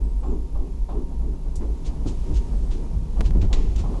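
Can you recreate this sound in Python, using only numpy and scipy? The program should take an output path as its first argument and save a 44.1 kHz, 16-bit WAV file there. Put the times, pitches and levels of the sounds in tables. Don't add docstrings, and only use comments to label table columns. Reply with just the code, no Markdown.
import sys
import numpy as np
from scipy import signal
from scipy.fft import rfft, irfft
from scipy.io import wavfile
from scipy.ndimage import uniform_filter1d

SR = 44100
rng = np.random.default_rng(int(sys.argv[2]) if len(sys.argv) > 2 else 0)


def unload_audio(sound):
    columns = np.transpose(np.atleast_2d(sound))
    steps = np.round(np.clip(columns, -1, 1) * 32767)
    wavfile.write(sys.argv[1], SR, steps.astype(np.int16))


N = 176400
TIME = np.arange(N) / SR
BIN_HZ = np.arange(N // 2 + 1) * SR / N

# time in seconds, relative level in dB.
HISS_LEVELS = [(0, -62), (1.5, -61.5), (1.65, -59.5), (2.0, -59), (2.25, -55.5), (2.6, -57), (2.9, -58.5),
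               (3.1, -60), (3.2, -56), (3.5, -60), (3.7, -58), (4, -56)]
WHINE_LEVELS = [(0, -67), (.1, -58.5), (.5, -65.5), (.8, -63), (1.15, -55), (1.25, -64), (1.8, -61),
                (2.2, -63.5), (2.45, -52.5), (2.56, -71), (2.9, -59), (3.2, -73), (4, -76)]
RATTLE_LEVELS = [(0, -40.5), (.8, -43), (1.25, -39), (1.45, -41), (1.95, -37.5), (2.4, -37.5), (2.9, -38),
                 (3.1, -40.5), (3.5, -34), (4, -33)]
SWAY_LEVELS = [(0, -20.5), (.07, -20), (.3, -21), (.47, -25.5), (.57, -13.5), (.69, -32.5), (.77, -21),
               (1.05, -24.5), (1.17, -20), (1.45, -27), (1.52, -21), (2.02, -24), (2.1, -24), (2.27, -20),
               (2.35, -17), (2.44, -19.5), (2.75, -21), (3.14, -25), (3.2, -13.5), (3.55, -15.5), (4, -23)]

# frequency in Hz, relative density in dB.
HISS_SPECTRUM = [(500, 9.5), (1500, -1.5), (2200, 0.5), (4000, 0), (6800, -0.5), (8500, -5), (10500, -7),
                 (12000, -21.5)]
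SCUFF_SPECTRUM = [(400, -29), (1200, 2), (1900, -0.5), (2800, 6), (4000, 5), (5000, 2.5), (7000, 1.5),
                  (9000, -9), (11500, -28.5)]
SNAP_SPECTRUM = [(600, 6), (1500, -3.5), (2800, 2), (4000, 3.5), (5000, -0.5), (7300, -2.5), (8800, -15),
                 (11500, -24)]
HALL_SPECTRUM = [(800, -1), (1600, -1), (2400, 5.5), (4000, 1), (7000, -1.5), (8200, -14), (11000, -26)]
RATTLE_SPECTRUM = [(45, -22), (75, -0.5), (100, 2), (125, -8), (155, 1), (200, -5.5), (260, -5.5),
                   (320, -11.5), (420, -12), (550, -20.5), (1000, -25), (1400, -38), (2500, -49)]
SWAY_SPECTRUM = [(12, -5.5), (20, -0.5), (27, 3), (33, -2), (39, -1.5), (48, 1.5), (57, -0.5), (66, -15),
                 (80, -25), (200, -77)]
CLACK_SPECTRUM = [(150, -15), (400, 3.5), (600, 5.5), (700, 4), (800, 11), (900, 1.5), (1100, 2.5),
                  (1400, -13.5), (1900, -24.5), (3300, -22), (7000, -39)]
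BOOM_SPECTRUM = [(80, -8), (160, -6.5), (270, 0), (390, -5.5), (520, -14.5), (900, -25), (1500, -41)]
FRAME_SPECTRUM = [(30, -20), (60, -1), (85, 0), (125, -14), (160, -9.5), (210, -18), (400, -34), (900, -55)]
PANEL_SPECTRUM = [(90, -7.5), (160, 0.5), (260, 1.5), (370, -1.5), (550, -11), (900, -18), (1500, -32.5),
                  (3000, -44)]

# frequency in Hz, level in dB while switched on.
BUZZ_TONES = [(10590, -87), (10750, -71), (11305, -78.5)]
# start in seconds, step height in dB before softening.
CAMERA_TICKS = [(3.2084, -13.5), (3.2126, -17), (3.3088, -24)]
# frequency in Hz, level in dB, pitch wander in Hz.
MOTOR_TONES = [(152, -48, 6.11), (377.7, -60, 4), (2457, -84, 8.6)]
# time in seconds, pitch in Hz.
SQUEAK_GLIDES = [
    [(0, 8040), (.13, 8050), (.16, 9300), (.185, 9100), (.22, 7750), (.29, 7300), (.37, 6150)],
    [(2.47, 8160), (2.55, 8400), (2.63, 8200), (2.76, 8900), (2.82, 9900), (2.87, 8000)],
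]
# start in seconds, level in dB, rise in seconds, time to fall 60 dB in
# seconds, tilt in dB per octave.
NEAR_SCUFFS = [(1.555, -44.5, 0.0015, 0.12, 15.5), (1.84, -46.5, 0.029, 0.16, 2),
               (2.056, -45, 0.026, 0.2, 4), (2.32, -46.5, 0.052, 0.12, 2), (2.705, -47.5, 0.01, 0.28, -2),
               (3.237, -45, 0.029, .11, -1), (3.409, -45, 0.0073, 0.19, -2.5),
               (3.759, -43.5, 0.0025, .07, 2), (3.768, -45, 0.026, 0.17, 1)]
# start in seconds, clack level in dB, boom level in dB.
SHAFT_KNOCKS = [(-.08, -60, -42), (0.226, -39.5, -29), (0.546, -44, -36.5), (0.883, -38, -31),
                (1.19, -53, -36.5), (1.602, -47.5, -39.5), (2.223, -51, -33.5), (2.70, -73, -38.5),
                (3.162, -43, -71), (3.30, -63, -34.5), (3.501, -40, -33), (3.834, -39, -40),
                (3.935, -44, -52)]
# frequency in Hz, relative level in dB, half-width in Hz.
SHAFT_RESONANCES = [(189.5, -7.5, 13), (250.7, -5.5, 21), (297, -8, 6.8), (372.6, -4.5, 21),
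                    (432, -12.5, 20)]
# start in seconds, frame level in dB, panel level in dB, rise in seconds.
CABIN_THUDS = [(1.603, -49, -30.5, 0.016), (2.054, -26.5, -27.5, 0.0072), (2.297, -27, -38, 0.011),
               (2.56, -31.5, -50, 0.026), (2.73, -36.5, -39.5, 0.016), (2.93, -24, -45, 0.023),
               (3.178, -23, -33, 0.017), (3.264, -26.5, -53, 0.022), (3.341, -20.5, -32.5, 0.018),
               (3.415, -25.5, -33, 0.018), (3.67, -28, -44, .015), (3.789, -29, -41, 0.018)]


def from_db(db):
    return 10 ** (np.asarray(db) / 20)


def level(rows):
    return from_db(np.interp(TIME, *np.transpose(rows)))


def shaped_noise(gain):
    x = irfft(rfft(rng.standard_normal(N)) * gain, N)
    return x / np.sqrt(np.mean(x ** 2) + 1e-20)


def noise(spectrum, tilt_db=0):
    hz, db = np.transpose(spectrum)
    octave, points = np.log2(np.maximum(BIN_HZ, 1)), np.log2(hz)
    octaves_outside = np.abs(octave - np.clip(octave, points[0], points[-1]))
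    colour_db = np.interp(octave, points, db) + tilt_db * octave - 20 * octaves_outside
    return shaped_noise(from_db(colour_db))


def resonance(centre_hz, half_width_hz):
    return shaped_noise(1 / (1 + ((BIN_HZ - centre_hz) / half_width_hz) ** 2))


def drift(rate_hz):
    return resonance(0, rate_hz)


def even(x, window_s=0.039):
    size = int(window_s * SR)
    power = uniform_filter1d(uniform_filter1d(x ** 2, size), size)
    return x / np.sqrt(power + 1e-9)


def swell(start_s, rise_s, t60_s):
    age = TIME - start_s
    return np.clip(age / rise_s, 0, 1) * from_db(-60 * np.maximum(age - rise_s, 0) / t60_s)


def gate(clock, start_s, end_s, edge_s):
    return np.clip(np.minimum(clock - start_s, end_s - clock) / edge_s, 0, 1)


def tone(hz, wander_hz, rate_hz=12.8):
    pitch = hz + wander_hz * drift(rate_hz)
    return np.sqrt(2) * np.sin(2 * np.pi * np.cumsum(pitch) / SR)


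def hiss():
    return level(HISS_LEVELS) * noise(HISS_SPECTRUM)


def camera_buzz(rate_hz=40.74, duty=0.57):
    age = (TIME - 0.006) % (1 / rate_hz)
    tones = sum(np.sqrt(2) * from_db(db) * np.sin(2 * np.pi * hz * age) for hz, db in BUZZ_TONES)
    return gate(age, 0, duty / rate_hz, edge_s=0.0025) * tones


def camera_ticks(decay_s=0.00043, soften_hz=7000):
    steps = np.zeros(N)
    for start, db in CAMERA_TICKS:
        steps[int(start * SR)] = from_db(db)
    ticks = signal.lfilter([1], [1, -np.exp(-1 / (decay_s * SR))], steps + 1e-18)
    return signal.lfilter(*signal.butter(1, soften_hz, fs=SR), ticks)


def drive():
    motor = sum(from_db(db + 2 * drift(5.1)) * tone(hz, wander) for hz, db, wander in MOTOR_TONES)
    gears = level(WHINE_LEVELS) * tone(hz=929, wander_hz=1.88)
    return motor + gears


def squeaks(level_db=-72.5, flicker_db=3.5):
    sound = np.zeros(N)
    for glide in SQUEAK_GLIDES:
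        times, hz = np.transpose(glide)
        squeak = tone(np.interp(TIME, times, hz), wander_hz=90, rate_hz=88)
        gain = from_db(level_db + flicker_db * drift(22))
        sound += gate(TIME, times[0], times[-1], edge_s=0.03) * gain * squeak
    return sound


def scuffs(grain_db=1.5):
    rubs = sum(from_db(db) * swell(start, rise, t60) * noise(SCUFF_SPECTRUM, tilt)
               for start, db, rise, t60, tilt in NEAR_SCUFFS)
    return rubs * from_db(grain_db * drift(330))


def snap(start_s=3.527):
    crack = from_db(-30.5) * swell(start_s, rise_s=0.0032, t60_s=0.094) * noise(SNAP_SPECTRUM)
    hall = from_db(-47) * swell(start_s, rise_s=0.0092, t60_s=0.92) * noise(HALL_SPECTRUM)
    return crack + hall


def cabin_rumble(sway_trim_db=-0.43, rattle_flicker_db=1.5):
    sway = level(SWAY_LEVELS) * even(noise(SWAY_SPECTRUM), window_s=0.27)
    rattle = level(RATTLE_LEVELS) * even(noise(RATTLE_SPECTRUM))
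    return from_db(sway_trim_db) * sway + from_db(rattle_flicker_db * drift(13)) * rattle


def shaft_knocks(boom_delay_s=0.0067):
    clack_gain, boom_gain = np.zeros((2, N))
    for start, clack_db, boom_db in SHAFT_KNOCKS:
        clack_gain += from_db(clack_db) * swell(start, rise_s=0.0096, t60_s=0.43)
        boom_gain += from_db(boom_db) * swell(start + boom_delay_s, rise_s=0.092, t60_s=0.39)
    diffuse = from_db(-5) * noise(BOOM_SPECTRUM)
    ringing = sum(from_db(db) * resonance(hz, half_width) for hz, db, half_width in SHAFT_RESONANCES)
    return clack_gain * even(noise(CLACK_SPECTRUM)) + boom_gain * even(diffuse + ringing)


def cabin_thuds():
    frame_gain, panel_gain = np.zeros((2, N))
    for start, frame_db, panel_db, rise in CABIN_THUDS:
        frame_gain += from_db(frame_db) * swell(start, rise, t60_s=0.53)
        panel_gain += from_db(panel_db) * swell(start, rise, t60_s=0.25)
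    return frame_gain * even(noise(FRAME_SPECTRUM)) + panel_gain * even(noise(PANEL_SPECTRUM))


def scene():
    lift = cabin_rumble() + drive() + shaft_knocks() + cabin_thuds()
    close_by = scuffs() + hiss() + snap() + squeaks()
    return (lift + close_by + camera_buzz() + camera_ticks())[None]


def record(dry, cutoff_hz=11750):
    fades = gate(TIME, 0, TIME[-1], edge_s=0.006)
    low_pass = signal.ellip(10, 0.2, 80, cutoff_hz, fs=SR, output="sos")
    return signal.sosfilt(low_pass, dry * fades)


dry = scene()
out = record(dry)
unload_audio(out)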